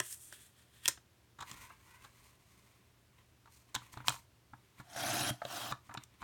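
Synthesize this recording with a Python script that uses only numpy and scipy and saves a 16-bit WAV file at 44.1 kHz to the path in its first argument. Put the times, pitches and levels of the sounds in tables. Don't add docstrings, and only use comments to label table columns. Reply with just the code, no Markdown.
import sys
import numpy as np
from scipy import signal
from scipy.fft import rfft, irfft, next_fast_len
from scipy.io import wavfile
from scipy.ndimage import map_coordinates

SR = 44100
rng = np.random.default_rng(int(sys.argv[2]) if len(sys.argv) > 2 else 0)


def wrap_up_sound(samples):
    columns = np.atleast_2d(samples).T
    tamed = np.clip(columns, -1, 1)
    steps = np.round(tamed * 32767).astype(np.int16)
    wavfile.write(sys.argv[1], SR, steps)


N = 274787
T = np.arange(N) / SR


def from_db(db):
    return 10 ** (np.asarray(db) / 20)


def unit_rms(x):
    return x / np.sqrt(np.mean(x ** 2) + 1e-20)


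def band(x, low_hz, high_hz, order=2):
    return signal.sosfilt(signal.butter(order, [low_hz, high_hz], "band", fs=SR, output="sos"), x)


def coloured(x, spectrum):
    hz, db = np.transpose(spectrum)
    size = next_fast_len(N)
    log_hz = np.log(np.arange(size // 2 + 1) * SR / size + 1)
    gain = from_db(np.interp(log_hz, np.log(hz), db, left=-120))
    return unit_rms(irfft(rfft(x, size) * gain, size)[:N])


def drift(rate_hz):
    knots = np.arange(0, T[-1] + 1, 1 / rate_hz)
    return unit_rms(np.interp(T, knots, rng.standard_normal(len(knots))))


def resonance(x, hz, width_hz):
    radius = np.exp(-np.pi * width_hz / SR)
    feedback = [1, -2 * radius * np.cos(2 * np.pi * hz / SR), radius ** 2]
    return signal.lfilter(np.array([1, 0, -1]) * (1 - radius ** 2) / 2, feedback, x)


def ring(modes, t, scatter_db):
    hz, db, t60 = np.transpose(modes)[:, :, None]
    weight = from_db(db + scatter_db * rng.standard_normal(hz.shape)) * rng.choice([-1, 1], hz.shape)
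    return np.sum(weight * from_db(-60 * t / t60) * np.sin(2 * np.pi * hz * t), axis=0)


# (frequency [Hz], level [dB])
AIR_SPECTRUM = [(15, -59.5), (25, -26.5), (74, 0), (129, -9), (183, -9.5), (222, -12.5), (300, -13),
                (404, -13.5), (451, -18.5), (698, -18.5), (845, -21.5), (917, -19.5), (2080, -23),
                (2810, -23.5), (17000, -34.5)]
def background(air_db=-68.5, hum_hz=118, hum_db=-74):
    air = from_db(air_db) * coloured(rng.standard_normal(N), AIR_SPECTRUM)
    return air + from_db(hum_db) * np.sqrt(2) * np.sin(2 * np.pi * hum_hz * T)


# (frequency [Hz], level [dB], T60 [s])
DESK_MODES = [(70, -20.5, 0.11), (123, 1, .16), (222, -4.5, 0.084), (300, -8, 0.13)]
def impacts(contacts, modes, spectrum, ring_db, blur, blur_s, thud_boost_db=0):
    out, t = np.zeros(N + SR), np.arange(SR // 4) / SR
    bands_hz = [(280, 1900), (1900, 4600), (4600, 19000)]
    noise = np.tile(coloured(rng.standard_normal(N), spectrum), 2)
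    for time_s, contact_ms, *levels_db, thud_db in contacts:
        start, contact_s = round(time_s * SR), contact_ms / 1000
        span = slice(start, start + len(t))
        rise = 1 - np.exp(-(2.5 * t / contact_s) ** 2)
        touch = rise * np.exp(-(t / contact_s) ** 2)
        force = .12 * rng.standard_normal(len(t)) * touch
        force[0] += 1
        detune = 1 + .035 * rng.standard_normal()
        ringing = rise * signal.fftconvolve(force, ring(modes, detune * t, scatter_db=2.5))[:len(t)]
        crack = noise[span] * (touch + blur * rise * np.exp(-t / blur_s))
        sound = unit_rms(crack) + from_db(ring_db) * unit_rms(ringing)
        parts = [band(sound, *edges, order=3) for edges in bands_hz]
        thud = ring(DESK_MODES, t, scatter_db=-1)
        for part, db in zip(parts + [thud], levels_db + [thud_db + thud_boost_db]):
            out[span] += from_db(db) * part / np.sqrt(np.sum(part ** 2) * 100 / SR)
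    return out[:N]


# (time [s], contact [ms], body [dB], snap [dB], tick [dB], desk thud [dB])
CARD_FLICKS = [(0.0005, 2.5, -35, -33.5, -34.5, -49), (0.1255, 2, -80, -59, -47, -78),
               (0.3235, 4, -51.5, -55, -54, -80), (0.8555, 3.5, -48, -31, -39.5, -57),
               (0.8788, 1.33, -40.5, -32, -27.5, -55), (0.8837, 1.1, -38.5, -41, -27.5, -49),
               (0.9725, 6.5, -59.5, -61, -80, -73), (5.939, 5.1, -52, -59.5, -53, -80),
               (6.0355, 3.4, -78, -75, -54.5, -83)]
# (frequency [Hz], level [dB], T60 [s])
CARD_MODES = [(356, -11.5, .04), (600, -8.5, 0.026), (1010, -6, .03), (1270, -6.5, .025),
              (1777, -6.5, 0.013), (2700, -2.5, .02), (3360, -12.5, .035)]
# (frequency [Hz], level [dB])
FLICK_SPECTRUM = [(200, 0), (450, -20.5), (900, -16), (1800, 4), (2200, -8), (2700, 6.5), (3300, 6.5),
                  (4300, -7), (5600, -1.5), (8800, -0.5), (10400, -11), (12000, -9), (17000, -19)]
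def card_flicks():
    return impacts(CARD_FLICKS, CARD_MODES, FLICK_SPECTRUM, ring_db=-11, blur=.1, blur_s=.007)


def stick_slip(clicks_per_s, spread_db, judder_db, judder_hz):
    caught = rng.random(N) < clicks_per_s / SR
    polarity = rng.choice([-1, 1], N)
    strength = from_db(spread_db * np.clip(rng.standard_normal(N), -2, 2))
    return unit_rms(caught * polarity * strength) * from_db(judder_db * drift(judder_hz))


def swell(peak_s, swell_s):
    fade_s = 1.4 * swell_s
    distance = np.maximum((peak_s - T) / swell_s, (T - peak_s) / fade_s)
    return from_db(-20 * distance ** 1.4) * (distance < 4)


def swell_gains(swells):
    return np.sqrt(sum((from_db(levels_db)[:, None] * swell(peak_s, swell_s)) ** 2
                       for peak_s, swell_s, *levels_db in swells))


# (peak time [s], swell [s], rub [dB], hiss [dB])
STRIP_SWISHES = [(0.066, .075, -59, -49.5), (0.122, .045, -59, -45.5), (0.234, .1, -69, -55),
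                 (0.337, .06, -61, -61), (0.427, .085, -65.5, -63), (0.6, .08, -69.5, -72.5),
                 (0.77, .12, -69, -73.5), (0.85, .04, -53, -58), (0.895, .035, -53, -57)]
# (frequency [Hz], level [dB])
STRIP_FACE = [(600, -26.5), (1250, -11), (1850, -3), (2100, -9.5), (3000, -6), (3350, -0.5), (3750, -5.5),
              (5000, -16), (6000, -23.5)]
STRIP_EDGE = [(4000, -20), (5400, -8), (7200, 0.5), (9200, 4.5), (10400, -5), (11600, -1.5), (17000, -15)]
def strip_swishes():
    rub, hiss = swell_gains(STRIP_SWISHES)
    friction = stick_slip(clicks_per_s=14000, spread_db=3, judder_db=1.2, judder_hz=90)
    return rub * coloured(friction, STRIP_FACE) + hiss * coloured(friction, STRIP_EDGE)


# (time [s], contact [ms], body [dB], brightness [dB], desk thud [dB])
SOFT_KNOCKS = [(1.384, 12, -50, -16, -58), (1.402, 12, -46, -7, -60), (1.419, 11, -43.5, -15, -54),
               (1.513, 2.9, -56, 7, -53), (1.701, 8, -53.5, -28, -80), (2.04, 14, -54, -11, -74),
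               (3.456, 5.7, -61, -18, -80), (3.47, 11, -60, -25, -76), (3.818, 5, -57.5, -26, -58),
               (3.936, 5.1, -54, -12, -55), (3.971, 5.5, -46.5, -19, -44.5), (4.003, 2.5, -50.5, -32, -52),
               (4.042, 7.5, -54, -28, -62), (4.532, 7.5, -49.5, -50, -53), (4.798, 7.6, -50.5, -20, -48),
               (5.711, 7, -45, -14, -48), (5.891, 8, -49, -32, -57), (5.906, 14, -49, -28, -55),
               (5.948, 2.4, -43.5, -30, -58), (6.217, 5.6, -49, -19, -57), (6.226, 2.7, -46.5, -32, -53.5)]
# (time [s], contact [ms], body [dB], snap [dB], tick [dB], desk thud [dB])
HARD_CLACKS = [(3.7435, 4.5, -44.5, -47, -47, -68.5), (3.7485, 5.8, -42.5, -36, -37.5, -55),
               (3.76, 2.5, -42, -40, -56, -46), (4.0822, 1.2, -31, -25.5, -33.5, -44),
               (4.0933, 0.8, -50, -52, -37, -45), (5.7215, 4, -35, -42, -54, -43),
               (5.972, 6, -47, -44.5, -61.5, -44.5)]
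# (frequency [Hz], level [dB], T60 [s])
TRIMMER_MODES = [(810, -6, .035), (947, -10, .15), (1030, -3, .03), (1170, -4, .035), (1330, -4, .03),
                 (1720, -6, .03), (2466, -10, .04), (3171, -11, .035), (3680, -9, .035), (3930, -10, .04),
                 (5250, -18, .03), (7200, -15, .025)]
# (frequency [Hz], level [dB])
PLASTIC_SPECTRUM = [(200, -16), (430, -24), (700, -9), (1200, 2), (1900, -10), (2800, -6), (3800, 1),
                    (4700, -11.5), (6300, -9), (7300, -3), (8300, -11.5), (11000, -19), (17000, -25)]
def trimmer_knocks(bounce_start_s=4.102, bounce_gap_s=.0198, bounce_loss_db=4.5):
    bounces = [(bounce_start_s + k * bounce_gap_s, 2.2, -42 - k * bounce_loss_db, -16, -72)
               for k in range(4)]
    contacts = list(HARD_CLACKS)
    for time_s, contact_ms, body_db, bright_db, thud_db in list(SOFT_KNOCKS) + bounces:
        snap_db, tick_db = body_db + 2 + .6 * bright_db, body_db + bright_db
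        contacts.append((time_s, contact_ms, body_db, snap_db, tick_db, thud_db))
    return impacts(contacts, TRIMMER_MODES, PLASTIC_SPECTRUM, ring_db=-6, blur=.16, blur_s=.005)


# (peak time [s], swell [s], rub [dB], hiss [dB])
RUSTLE_SWELLS = [(1.517, 0.117, -56.5, -61.5), (1.622, 0.073, -57.5, -60.5), (1.717, 0.059, -66.5, -72.0),
                 (1.892, 0.19, -66.0, -70.0), (2.034, 0.068, -66.0, -69.5), (2.219, 0.149, -67.0, -68.5),
                 (2.544, 0.301, -73.0, -74.5), (2.736, 0.339, -77.0, -88.0), (3.186, 0.071, -70.0, -87.5),
                 (3.558, 0.081, -72.0, -66.5), (3.696, 0.029, -69.0, -75.0), (3.848, 0.146, -65.5, -71.5),
                 (3.933, 0.03, -66.0, -60.5), (3.988, 0.07, -60.5, -82.5), (4.075, 0.022, -48.0, -48.0),
                 (4.129, 0.066, -58.5, -52.5), (4.646, 0.189, -74.5, -84.0), (4.792, 0.037, -62.5, -70.0),
                 (5.877, 0.068, -69.0, -72.5), (6.017, 0.027, -62.0, -76.5), (6.138, 0.038, -69.0, -80.5),
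                 (6.217, 0.039, -60.0, -70.5)]
# (frequency [Hz], level [dB])
SHEET_FACE = [(450, -14), (800, -13), (1040, 2.5), (1350, -11), (1750, -7.5), (2050, -1.5), (3100, -8.5),
              (3800, -9), (5000, -37.5), (6000, -26.5)]
SHEET_EDGE = [(4000, -5), (5400, -7), (6500, -4), (7600, -6.5), (9300, -4), (10400, -16.5), (12000, -7),
              (17000, -23)]
DESK_SHAKE = [(30, -11), (70, 4), (122, -5.5), (170, -5.5), (290, -9.5), (450, -17), (700, -36)]
def sheet_rustle():
    rub, hiss = swell_gains(RUSTLE_SWELLS)
    friction = stick_slip(clicks_per_s=5000, spread_db=4, judder_db=2.2, judder_hz=90)
    shake = from_db(-5.5) * coloured(rng.standard_normal(N), DESK_SHAKE)
    return rub * (coloured(friction, SHEET_FACE) + shake) + hiss * coloured(friction, SHEET_EDGE)


def wavering_tone(hz, width_hz):
    phase = 2 * np.pi * np.cumsum(hz) / SR
    return unit_rms(drift(width_hz) * np.cos(phase) + drift(width_hz) * np.sin(phase))


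# (peak time [s], swell [s], fundamental [Hz], rise [Hz/s], level [dB])
SHEET_DRAGS = [(1.62, .13, 483, 330, -61.5), (1.712, .035, 545, 1100, -60.5), (1.95, .17, 497, 400, -65)]
def sheet_song():
    song = np.zeros(N)
    for peak_s, swell_s, hz, rise_hz_per_s, db in SHEET_DRAGS:
        pitch_hz = hz + rise_hz_per_s * (T - peak_s)
        note = sum(wavering_tone(k * pitch_hz, width_hz=170) / np.sqrt(k) for k in range(2, 6))
        song += from_db(db) * swell(peak_s, swell_s) * unit_rms(note)
    return song


# (time [s], contact [ms], body [dB], snap [dB], tick [dB], thud before boost [dB])
ROCKING_CLUNKS = [(4.962, 4, -47, -51, -59, -54), (5.306, 3, -51, -66, -55, -36),
                  (5.4165, 5, -37.5, -57, -82, -60), (5.449, 5, -41, -44, -57, -50.5)]
# (frequency [Hz], level [dB], T60 [s])
CARRIAGE_MODES = [(590, 0.5, 0.033), (675, 0, 0.038), (810, -2.5, 0.025), (1210, -5, 0.03),
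                  (1530, -0.5, 0.017), (3250, -13, 0.037), (4060, -18, 0.025)]
def carriage_clunks():
    return impacts(ROCKING_CLUNKS, CARRIAGE_MODES, PLASTIC_SPECTRUM,
                   ring_db=1, blur=.13, blur_s=.0046, thud_boost_db=1.5)


def stroke_gains(start_s, fastest_s, stop_s, bite_db, slow_db, rumble_db, rail_db, rasp_db):
    run_up_db_per_s, coast_db_per_s = 200, 250
    speed_db = -slow_db * ((np.clip(T, start_s, stop_s) - fastest_s) / (fastest_s - start_s)) ** 2
    run_up_db = (T < start_s) * (-bite_db - run_up_db_per_s * (start_s - T))
    coast_db = (T > stop_s) * (-13.5 - coast_db_per_s * (T - stop_s))
    free_db = np.maximum(run_up_db + coast_db, -100)
    return (from_db(rumble_db + 1.8 * speed_db + free_db),
            from_db(rail_db + .55 * speed_db + free_db),
            from_db(rasp_db + speed_db + free_db))


# (frequency [Hz], bandwidth [Hz], level [dB])
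RAIL_RESONANCES = [(697, 70, 8), (762, 120, 3), (1100, 72, -5.5), (1420, 160, -3.5), (2600, 64, -27),
                   (3225, 120, 1), (3890, 290, -4), (5140, 330, -8), (5610, 130, -4), (6190, 200, -5.5),
                   (8660, 110, -6)]
# (time [s], delay [ms])
DESK_ECHO = [(4.9, 0.92), (5.31, 0.682), (5.45, 0.62), (5.73, 1.05)]
def carriage_stroke(friction, gains, spectrum, ring_db, grit_db):
    rumble_gain, rail_gain, rasp_gain = gains
    rail = sum(from_db(db + 2.5 * drift(30)) * resonance(friction, hz, width_hz)
               for hz, width_hz, db in RAIL_RESONANCES)
    scrape = coloured(friction, spectrum) + from_db(ring_db) * unit_rms(rail)
    delay_ms = np.interp(T, *np.transpose(DESK_ECHO))
    swept = scrape + .25 * map_coordinates(scrape, [np.arange(N) - delay_ms * SR / 1000], order=3)
    grit = sum(drift(120) * resonance(swept, hz, hz / 8) for hz in np.geomspace(2300, 14000, 12))
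    rasp = swept + (from_db(grit_db) - 1) * grit
    rumble = sum(gain * resonance(friction, hz, width_hz)
                 for hz, width_hz, gain in [(122, 16, 1), (228, 74, .45), (295, 40, .65)])
    return (rumble_gain * unit_rms(band(rumble, 50, 330))
            + rail_gain * unit_rms(band(scrape, 440, 2000, order=4))
            + rasp_gain * unit_rms(band(rasp, 2050, 19000, order=4)))


# (frequency [Hz], level [dB])
CUT_SPECTRUM = [(240, -46), (400, -16), (490, -39), (621, 1), (715, 1.5), (948, -9), (1490, -3.5),
                (1980, -10.5), (3890, -11), (4480, -12), (6130, -12), (8940, -17.5), (10600, -13.5),
                (17000, -24.5)]
def blade_cut():
    gains = stroke_gains(start_s=4.962, fastest_s=5.22, stop_s=5.306, bite_db=6.5, slow_db=6.3,
                         rumble_db=-44.5, rail_db=-40.8, rasp_db=-38.1)
    friction = stick_slip(clicks_per_s=10000, spread_db=3.5, judder_db=.8, judder_hz=170)
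    return carriage_stroke(friction, gains, CUT_SPECTRUM, ring_db=-5, grit_db=3)


def blade_whistle(peak_s=5.235, hz=10300, rise_hz_per_s=8000, db=-45.5):
    pitch_hz = hz + rise_hz_per_s * (T - peak_s)
    return from_db(db) * swell(peak_s, swell_s=.06) * wavering_tone(pitch_hz, width_hz=500)


# (frequency [Hz], level [dB])
RETURN_SPECTRUM = [(240, -48), (400, -26), (556, -16.5), (704, -2.5), (810, -3.5), (863, -16), (948, -4.5),
                   (1260, -5.5), (1670, -10), (2140, -15.5), (2840, -6.5), (4770, -10.5), (5580, -11),
                   (17000, -18.5)]
def blade_return():
    gains = stroke_gains(start_s=5.515, fastest_s=5.61, stop_s=5.72, bite_db=0, slow_db=3,
                         rumble_db=-51, rail_db=-46, rasp_db=-45.5)
    friction = stick_slip(clicks_per_s=14000, spread_db=3, judder_db=.8, judder_hz=170)
    return carriage_stroke(friction, gains, RETURN_SPECTRUM, ring_db=-9, grit_db=1.8)


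def room(x, t60_s=.2, wall_cutoff_hz=8000):
    t = np.arange(SR // 2) / SR
    reflections = band(rng.standard_normal(len(t)), 150, wall_cutoff_hz, order=1)
    tail = reflections * from_db(-60 * t / t60_s) * (t > .004)
    return signal.fftconvolve(x, tail / np.sqrt(np.sum(tail ** 2)))[:N]


def scene():
    handling = card_flicks() + strip_swishes() + trimmer_knocks() + sheet_rustle() + sheet_song()
    handling += carriage_clunks() + blade_cut() + blade_whistle() + blade_return()
    return (handling + from_db(-16.5) * room(handling) + background())[None]


def record(dry):
    cutoff_hz = 17300
    return signal.sosfilt(signal.ellip(10, .2, 70, cutoff_hz, fs=SR, output="sos"), dry)


dry = scene()
out = record(dry)
wrap_up_sound(out)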